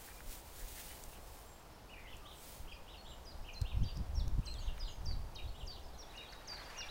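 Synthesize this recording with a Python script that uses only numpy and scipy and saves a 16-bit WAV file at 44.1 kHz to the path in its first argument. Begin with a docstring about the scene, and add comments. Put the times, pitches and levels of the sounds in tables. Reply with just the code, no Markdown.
"""Songbirds over a meadow

A near bird sings a long run of quick slurred chirps, a farther one repeats arched notes, and others
whistle in the distance: gliding, almost pure tones that the trees throw back. Grass swishes and
stems crunch as a dog noses through, and leaves stir towards the end over a bed of soft hiss.
A hand shifts on the camera with rumble, low bumps and small ticks."""
import sys
import numpy as np
from scipy import signal
from scipy.fft import rfft, irfft
from scipy.io import wavfile

SR = 44100
rng = np.random.default_rng(int(sys.argv[2]) if len(sys.argv) > 2 else 0)


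def wav_out(sig):
    """Save sig, one row per channel (or a flat mono array), as 16-bit PCM at SR to the path in sys.argv[1]."""
    wavfile.write(sys.argv[1], SR, np.round(np.clip(np.atleast_2d(sig).T, -1, 1) * 32767).astype(np.int16))


N = 304290
TIME = np.arange(N) / SR

# Tone curves (frequency [Hz], relative level [dB])
AIR_SPECTRUM = [(24, -16), (40, 2.5), (75, -6), (112, -10), (219, -15), (912, -16), (1230, -20.5),
                (2030, -27.5), (3350, -29), (5130, -30.5), (8040, -37), (15800, -39.5)]  # still air and microphone hiss
LEAF_SPECTRUM = [(200, -42), (600, -0.5), (1200, 3), (1900, 2), (3000, -4.5), (5000, -8), (8000, -17.5),
                 (15000, -24)]  # stirring leaves
RESTING_GRIP_SPECTRUM = [(18, 2), (30, 2), (45, -16), (62, 2.5), (85, -18), (125, -23.5), (200, -22),
                         (300, -39), (500, -91)]  # a hand at rest
MOVING_GRIP_SPECTRUM = [(18, 1.5), (40, 2.5), (70, -1), (120, -9.5), (200, -30), (300, -30), (500, -45.5),
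                        (900, -103)]  # a hand shifting
SKIN_SPECTRUM = [(60, -31), (120, 3.5), (150, -2), (200, -6), (260, -16), (400, -27), (700, -59)]  # skin on the casing
BLADE_SPECTRUM = [(500, -13), (1200, -5.5), (2000, 0.5), (3500, 0.5), (6000, 1), (9000, 2.5), (12000, -0.5),
                  (15500, 3.5)]  # grass blades brushing

# Fader rides (time [s], relative level [dB])
MURMUR_RIDE = [(0, -63.5), (1.25, -59), (2.5, -63), (3.1, -58), (4.3, -59.5), (6.9, -56)]  # far-off countryside
LEAF_RIDE = [(0, -72), (4.4, -73.5), (4.7, -66), (5.2, -75), (5.8, -83), (6.1, -64), (6.4, -61), (6.6, -58),
             (6.9, -57)]  # stirring leaves
GRIP_RIDE = [(0, -58), (1.15, -54.5), (1.85, -59.5), (3.1, -54), (3.95, -44), (4.5, -43), (4.85, -46.5),
             (5.85, -48), (6.25, -59), (6.9, -53.5)]  # steady rumble of the hand

# Swells (peak time [s], swell time [s], relative level [dB])
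GRIP_SHIFTS = [(.27, .05, -50), (.64, .045, -51), (2.16, .06, -47.5), (2.64, .11, -46.5), (3.42, .09, -49),
               (3.815, .07, -32), (4.01, .05, -39.5), (4.3, .14, -34), (4.7, .045, -40.5), (5.13, .13, -37),
               (5.47, .08, -42), (5.64, .07, -43)]  # the hand changes its hold
SKIN_RUBS = [(3.62, 0.0094, -45), (3.82, .03, -40.5), (3.995, 0.034, -42.5), (4.23, 0.095, -51),
             (4.39, 0.011, -36.5), (5.11, 0.061, -60), (5.59, 0.027, -58)]  # skin strokes the casing
GRASS_SWISHES = [(.03, 0.31, -58.5), (.335, .06, -52), (.6, 0.041, -57), (.81, 0.29, -53.5),
                 (1.13, 0.045, -64), (1.36, 0.2, -63), (2.17, 0.06, -69), (2.5, 0.13, -56.5)]  # the dog pushes through

# Bumps of the hand on the camera body (time [s], relative level [dB], pitch [Hz])
HAND_BUMPS = [(0.291, -39, 24.3), (0.64, -39.5, 27.4), (3.623, -26.5, 84.6), (3.647, -33, 43.7),
              (3.776, -28, 74.4), (3.795, -30.5, 49.7), (3.819, -30, 80), (3.831, -28.5, 131),
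              (4.098, -35.5, 68), (4.183, -26, 50.4), (4.335, -26, 46.3), (4.393, -25.5, 43.2),
              (4.685, -30.5, 45.3), (4.845, -30, 31), (5.09, -31.5, 55.3)]
# Ticks of the casing and of snapping stalks (time [s], peak [dB], centre [Hz], ring time [s])
SMALL_TICKS = [(0.205, -43, 1800, 0.0029), (1.038, -36, 7360, .002), (1.037, -47, 4700, 0.0022),
               (2.168, -47.5, 7060, .002), (3.6153, -35, 7300, 0.00053), (3.6163, -39, 4900, 0.0021),
               (3.972, -41, 5400, 0.00088), (4.28, -40, 5130, 0.00075), (4.541, -40, 5600, 0.0005),
               (4.78, -44.5, 1740, 0.0028), (4.778, -47, 3220, .001), (5.111, -47, 1820, 0.0019)]
# Crunches of bending stems (time [s], length [s], level [dB], centre [Hz])
STEM_CRUNCHES = [(0.074, 0.022, -59.5, 1750), (0.096, .03, -64, 1790), (0.584, 0.065, -67, 1750),
                 (0.754, 0.063, -63, 1780), (0.761, 0.057, -70, 2600), (0.892, 0.053, -63, 1950),
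                 (1.118, 0.068, -66, 2770), (6.324, 0.015, -57.5, 1740), (6.582, 0.022, -57, 1770),
                 (6.613, 0.013, -55.5, 1120), (6.8, 0.015, -53, 1640)]

# Thin whistles, mostly of distant birds; the short slide at 3.951 s is a brief chirp of the near bird (time
# [s], length [s], start [Hz], end [Hz], level [dB], buzz depth [Hz])
THIN_WHISTLES = [(0.08, .14, 2380, 2410, -66, 31), (0.867, .064, 2940, 2980, -61, 53),
                 (1.435, 0.19, 7520, 7480, -67.5, 47), (1.953, 0.057, 2400, 2056, -57.5, 190),
                 (2.031, 0.06, 1950, 2160, -57.5, 170), (2.2, .11, 1230, 1145, -62.5, 35),
                 (2.34, .08, 8500, 7860, -65, 64), (3.01, 0.18, 7360, 7390, -66.5, 52),
                 (3.951, .028, 5700, 4800, -56.5, 60), (4.43, 0.11, 8420, 7750, -64, 140),
                 (4.517, 0.082, 8100, 7950, -66, 150), (4.583, .075, 7460, 6320, -62.5, 110),
                 (4.862, 0.074, 7650, 6350, -61.5, 130), (5.48, 0.22, 7520, 7480, -74, 45)]
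# Far bird's note shapes by kind
# (rise [s], hold [s], fall [s], rise level over the fall [dB], crest level over the fall [dB])
ARCH_SHAPES = {"low": (.031, .013, .026, -9.5, -16), "high": (.053, .011, .028, -1.5, -16),
               "drawn": (.034, .028, .042, -.5, -1.5)}
# Far bird's phrases: one low arch and two high ones, with two drawn-out notes to close
# (crest time [s], kind, crest pitch [Hz], foot pitch [Hz], relative fall level [dB])
FAR_ARCHES = [(1.915, "low", 2950, 2430, -48.5), (2.109, "high", 3520, 2560, -54),
              (2.294, "high", 4050, 2930, -54), (2.697, "low", 3320, 2480, -48),
              (2.917, "high", 3900, 2740, -54.5), (3.091, "high", 4000, 2950, -53.5),
              (3.466, "low", 3160, 2400, -46.5), (3.692, "high", 3820, 2500, -49.5),
              (3.862, "high", 3980, 2730, -52), (4.454, "low", 3180, 2540, -51),
              (4.656, "high", 3920, 2800, -52), (4.856, "high", 4120, 2880, -54.5),
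              (5.364, "low", 3230, 2450, -51), (5.586, "high", 3920, 2830, -54.5),
              (5.739, "high", 4200, 2850, -56.5), (6.168, "drawn", 2850, 2400, -56),
              (6.78, "drawn", 2850, 2380, -51)]
# Near bird's chirp shapes by kind
# (glide along the ledge [Hz], fall [s], end pitch [Hz], fall level over the ledge [dB], plunge)
CHIRP_SHAPES = {"flat": (71, .018, 4298, -6, 2), "low": (108, 0.09, 3220, -9, 2),
                "slur": (-110, .042, 3780, -7, 1.0), "step": (-70, .056, 3400, -5.5, 2.2)}
# Near bird's chirps
# (time [s], kind, ledge pitch [Hz], hold [s], relative dive level [dB], relative ledge level [dB])
NEAR_CHIRPS = [(2.691, "flat", 4790, .035, -74.5, -64), (2.957, "flat", 4280, 0.035, -65, -58),
               (3.245, "slur", 4950, .026, -61, -54), (3.53, "flat", 4120, 0.056, -52, -55.5),
               (3.827, "flat", 4650, 0.051, -56, -54.5), (4.141, "step", 5500, 0.016, -55, -51.5),
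               (4.452, "low", 4100, 0.043, -48, -51.5), (4.786, "slur", 5000, 0.019, -51, -48.5),
               (5.048, "slur", 4720, 0.033, -52, -49), (5.345, "low", 3730, .05, -52, -58),
               (5.661, "slur", 4700, 0.026, -52, -49), (5.816, "slur", 5200, 0.029, -66, -66.5),
               (5.974, "step", 5620, 0.0068, -58.5, -54), (6.162, "low", 3720, 0.044, -51.5, -56),
               (6.317, "low", 3770, 0.055, -55, -67), (6.47, "slur", 4770, 0.039, -45, -47.5),
               (6.53, "low", 4200, .04, -71, -55.5), (6.636, "flat", 4620, 0.045, -56.5, -64),
               (6.764, "step", 5690, 0.008, -52.5, -46)]
# Its upward hooks between chirps (time [s], top pitch [Hz], relative level [dB])
NEAR_HOOKS = [(4.574, 4600, -57), (5.467, 4350, -61), (5.928, 4130, -64.5), (6.086, 3970, -62.5),
              (6.28, 4450, -57), (6.435, 4540, -66), (6.879, 4030, -51.5)]


def gain_of(db):
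    return 10 ** (np.asarray(db) / 20)


def unit_rms(x):
    return x / np.sqrt(np.mean(x ** 2) + 1e-20)


def ride_db(rows):
    """A fader move: straight lines between (time, level) points."""
    return np.interp(TIME, *np.transpose(rows))


def add(mix, start_s, sound):
    part = mix[max(round(start_s * SR), 0):][:len(sound)]
    part += sound[:len(part)]


def colour(x, spectrum):
    """EQ by a tone curve; rms 1."""
    points_hz, points_db = np.transpose(spectrum)
    hz = np.fft.rfftfreq(len(x), 1 / SR)
    eq_db = np.interp(np.log(hz + 1), np.log(points_hz + 1), points_db)
    return unit_rms(irfft(rfft(x) * gain_of(eq_db), len(x)))


def noise(spectrum):
    return colour(rng.standard_normal(N), spectrum)


def drift(rate_hz):
    """Random modulation, rolled off above rate_hz; rms 1."""
    hz = np.fft.rfftfreq(N, 1 / SR)
    return unit_rms(irfft(rfft(rng.standard_normal(N)) / (1 + (hz / rate_hz) ** 4), N))


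def swells(rows, release, roundness):
    """Envelope of strokes that build and die away; release is a share of the swell time."""
    power = np.zeros(N)
    for peak_s, swell_s, db in rows:
        away = np.maximum(peak_s - TIME, (TIME - peak_s) / release) / swell_s
        power += gain_of(db) ** 2 * np.exp(-2 * np.minimum(away, 10) ** roundness)
    return np.sqrt(power)


def meadow(air_db=-56.5):
    """The bed: steady hiss, a soft far-off murmur, and leaves that begin to stir."""
    murmur = noise([(100, -24), (300, -4.5), (550, 2.5), (900, 3.5),
                    (1300, -12.5), (2500, -30), (6000, -63)])
    leaves = gain_of(ride_db(LEAF_RIDE) + 2.7 * drift(30)) * noise(LEAF_SPECTRUM)
    air = gain_of(air_db) * noise(AIR_SPECTRUM)
    return air + gain_of(ride_db(MURMUR_RIDE) - 5.5) * murmur + leaves


def handling(bump_width_cycles=.35, lumpy_db=.8):
    """The grip rumbles and rubs, brighter as it shifts; a bump rocks the camera for about one cycle."""
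    shake = np.hypot(gain_of(ride_db(GRIP_RIDE)), swells(GRIP_SHIFTS, release=.8, roundness=1.8))
    level_db = 20 * np.log10(shake) + lumpy_db * drift(7)
    crossfade = np.clip((level_db + 48) / 9, 0, 1)
    resting = gain_of(-2) * np.sqrt(1 - crossfade) * noise(RESTING_GRIP_SPECTRUM)
    moving = gain_of(.5) * np.sqrt(crossfade) * noise(MOVING_GRIP_SPECTRUM)
    rubs = swells(SKIN_RUBS, release=.9, roundness=3) * noise(SKIN_SPECTRUM)
    out = gain_of(level_db) * (resting + moving) + rubs
    for centre_s, db, hz in HAND_BUMPS:
        cycles = np.arange(-2, 2, hz / SR)
        bump = -np.sin(2 * np.pi * cycles) * np.exp(-(cycles / bump_width_cycles) ** 2 / 2)
        add(out, centre_s - 2 / hz, gain_of(db + .5) * bump)
    return out


def resonate(x, hz, q):
    """One resonance applied twice, for steep skirts."""
    b, a = signal.iirpeak(hz, q, SR)
    return signal.lfilter(b, a, signal.lfilter(b, a, x))


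def ticks():
    """Casing and stalks tick: a sharp snap and a short rattle in one broad resonance."""
    out, t = np.zeros(N), np.arange(2048) / SR
    for start_s, peak_db, hz, ring_s in SMALL_TICKS:
        burst = rng.standard_normal(len(t)) * np.exp(-t / ring_s)
        snap = gain_of(-11) * burst * hz / 5000  # higher ticks get more raw edge
        tick = resonate(burst, hz, q=1.5) + snap
        add(out, start_s, gain_of(peak_db) * tick / abs(tick).max())
    return out


def stems(clicks_per_s=1500):
    """A bending stem cracks in a quick cluster of tiny clicks."""
    out = np.zeros(N)
    for start_s, length_s, db, hz in STEM_CRUNCHES:
        count = int(length_s * SR)
        clicks = rng.standard_normal(count) * (rng.random(count) < clicks_per_s / SR)
        crunch = resonate(clicks, hz, q=2.9) * signal.windows.tukey(count, .5)
        add(out, start_s, gain_of(db) * unit_rms(crunch))
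    return out


def grass(grain_db=3, patchy_db=1):
    """Blades brush one another as the dog pushes through: a dense spray of tiny scrapes."""
    scrapes = rng.standard_normal(N) * gain_of(grain_db * np.minimum(rng.exponential(1, N), 4))
    at_rest = gain_of(-75.5)
    push = np.hypot(swells(GRASS_SWISHES, release=.87, roundness=1.27), at_rest)
    return push * gain_of(4 + patchy_db * drift(44)) * colour(scrapes, BLADE_SPECTRUM)


def tree_echo(x, t60_s, build_s, sway_hz=7):
    """Echoes off trunks and swaying foliage: three sets of sparse, dying taps take turns."""
    t, out = np.arange(SR) / SR, np.zeros(N)
    envelope = gain_of(-60 * t / t60_s) * (1 - np.exp(-t / build_s))
    for k in range(3):
        taps = rng.standard_normal(SR) * (rng.random(SR) < .1) * envelope
        send = np.sqrt(2 / 3) * np.cos(2 * np.pi * (sway_hz * TIME + k / 3))
        out += signal.fftconvolve(x * send, taps / np.linalg.norm(taps))[:N]
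    return out


def twitter(count=7, span_s=(1.25, 3.75), length_s=.07, hz=5300, db=-72.5, slide=.02, buzz_hz=70):
    """Whistle rows for a faint twitter: loosely spaced short slides onto one pitch."""
    jitters, bends = rng.standard_normal((count, 2)).T
    times = np.linspace(*span_s, count) + length_s * jitters
    return [(s, length_s, hz * (1 + slide * bend), hz, db, buzz_hz) for s, bend in zip(times, bends)]


def distant_birds():
    """Faint whistles, some of them buzzy, that slide and settle, smeared by the trees."""
    dry, buzz = np.zeros(N), drift(163)
    for start_s, length_s, start_hz, end_hz, db, buzz_hz in THIN_WHISTLES + twitter():
        progress = np.linspace(0, 1, int(length_s * SR))
        slide_hz = end_hz + (start_hz - end_hz) * np.exp(-(progress / .37) ** 2)
        hz = slide_hz + buzz_hz * np.interp(start_s + progress * length_s, TIME, buzz)
        envelope = gain_of(db) * np.sqrt(np.hanning(len(progress)))
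        add(dry, start_s, envelope * np.sin(2 * np.pi * np.cumsum(hz) / SR))
    return dry + gain_of(-.5) * tree_echo(dry, t60_s=.32, build_s=.003)


def song(notes, waver, flutter_db):
    """Each note is a near-pure tone easing through four pitches; the air makes it flutter."""
    out, flutter = np.zeros(N), gain_of(flutter_db * drift(54))
    wobble = 1 + waver * drift(150)
    for start_s, stages_s, pitches_hz, levels_db, plunge in notes:
        knots = start_s + np.cumsum(np.r_[0, stages_s])
        t = np.arange(knots[0], knots[-1], 1 / SR)
        stage = np.interp(t, knots, np.arange(4))
        # a plunge above 1 makes the last fall start fast and linger at its end
        stage = np.where(stage > 2, 3 - (3 - stage) ** plunge, stage)
        eased = stage - np.sin(2 * np.pi * stage) / (2 * np.pi)
        hz = np.interp(eased, np.arange(4), pitches_hz) * np.interp(t, TIME, wobble)
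        level = gain_of(np.interp(t, (knots[1:] + knots[:-1]) / 2, levels_db))
        attack = (t - t[0]) / (.64 * stages_s[0])
        release = (t[-1] - t) / (.47 * stages_s[2])
        fade = np.clip(np.minimum(attack, release), 0, 1)
        add(out, start_s, np.sqrt(2) * level * fade * np.sin(2 * np.pi * np.cumsum(hz) / SR))
    return out * flutter


def arch(crest_s, kind, crest_hz, foot_hz, fall_db, plunge=1.25):
    """A note that climbs from its foot, sags along a short crest and falls back a little flat."""
    rise_s, hold_s, fall_s, rise_db, crest_db = ARCH_SHAPES[kind]
    pitches_hz = foot_hz, crest_hz, crest_hz * .985, foot_hz * .97
    levels_db = fall_db + rise_db, fall_db + crest_db, fall_db
    return crest_s - rise_s, (rise_s, hold_s, fall_s), pitches_hz, levels_db, plunge


def far_bird():
    """Arched notes that linger on their low ending, half drowned in their echo."""
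    dry = song([arch(*row) for row in FAR_ARCHES], waver=.013, flutter_db=2.4)
    early = gain_of(-2.3) * tree_echo(dry, t60_s=.23, build_s=.012)
    tail = gain_of(-12) * tree_echo(dry, t60_s=1, build_s=.09)
    return gain_of(-2.6) * dry + early + tail


def hook(start_s, top_hz, db, stages_s=(.019, .0067, .0154), plunge=1):
    """A note that flicks up, holds and droops, at an even level."""
    return start_s, stages_s, top_hz * np.array([.75, 1, 1, .81]), (db, db, db), plunge


def chirp(start_s, kind, ledge_hz, hold_s, dive_db, ledge_db, top_hz=6630, dive_s=.026):
    """A note that dives from the top onto a ledge, holds it, then falls away."""
    glide_hz, fall_s, end_hz, fall_db, plunge = CHIRP_SHAPES[kind]
    pitches_hz = top_hz, ledge_hz, ledge_hz + glide_hz, end_hz
    levels_db = dive_db, ledge_db, ledge_db + fall_db
    return start_s, (dive_s, hold_s, fall_s), pitches_hz, levels_db, plunge


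def near_bird():
    """The lead voice: clear slurs and hooks with a light echo from the trees."""
    notes = [chirp(*row) for row in NEAR_CHIRPS] + [hook(*row) for row in NEAR_HOOKS]
    dry = song(notes, waver=.007, flutter_db=2)
    early = gain_of(-8.5) * tree_echo(dry, t60_s=.2, build_s=.025)
    tail = gain_of(-15) * tree_echo(dry, t60_s=.84, build_s=.036)
    return gain_of(-1.17) * dry + early + tail


def scene():
    """The mono mix."""
    birds = near_bird() + far_bird() + distant_birds()
    return (birds + grass() + stems() + meadow() + handling() + ticks())[None]


def record(dry):
    """The camera's band limit: a steep high cut."""
    high_cut = signal.firwin(511, cutoff=15850, window=("kaiser", 9), fs=SR)
    return signal.oaconvolve(dry, high_cut[None], "same")


dry = scene()
out = record(dry)
wav_out(out)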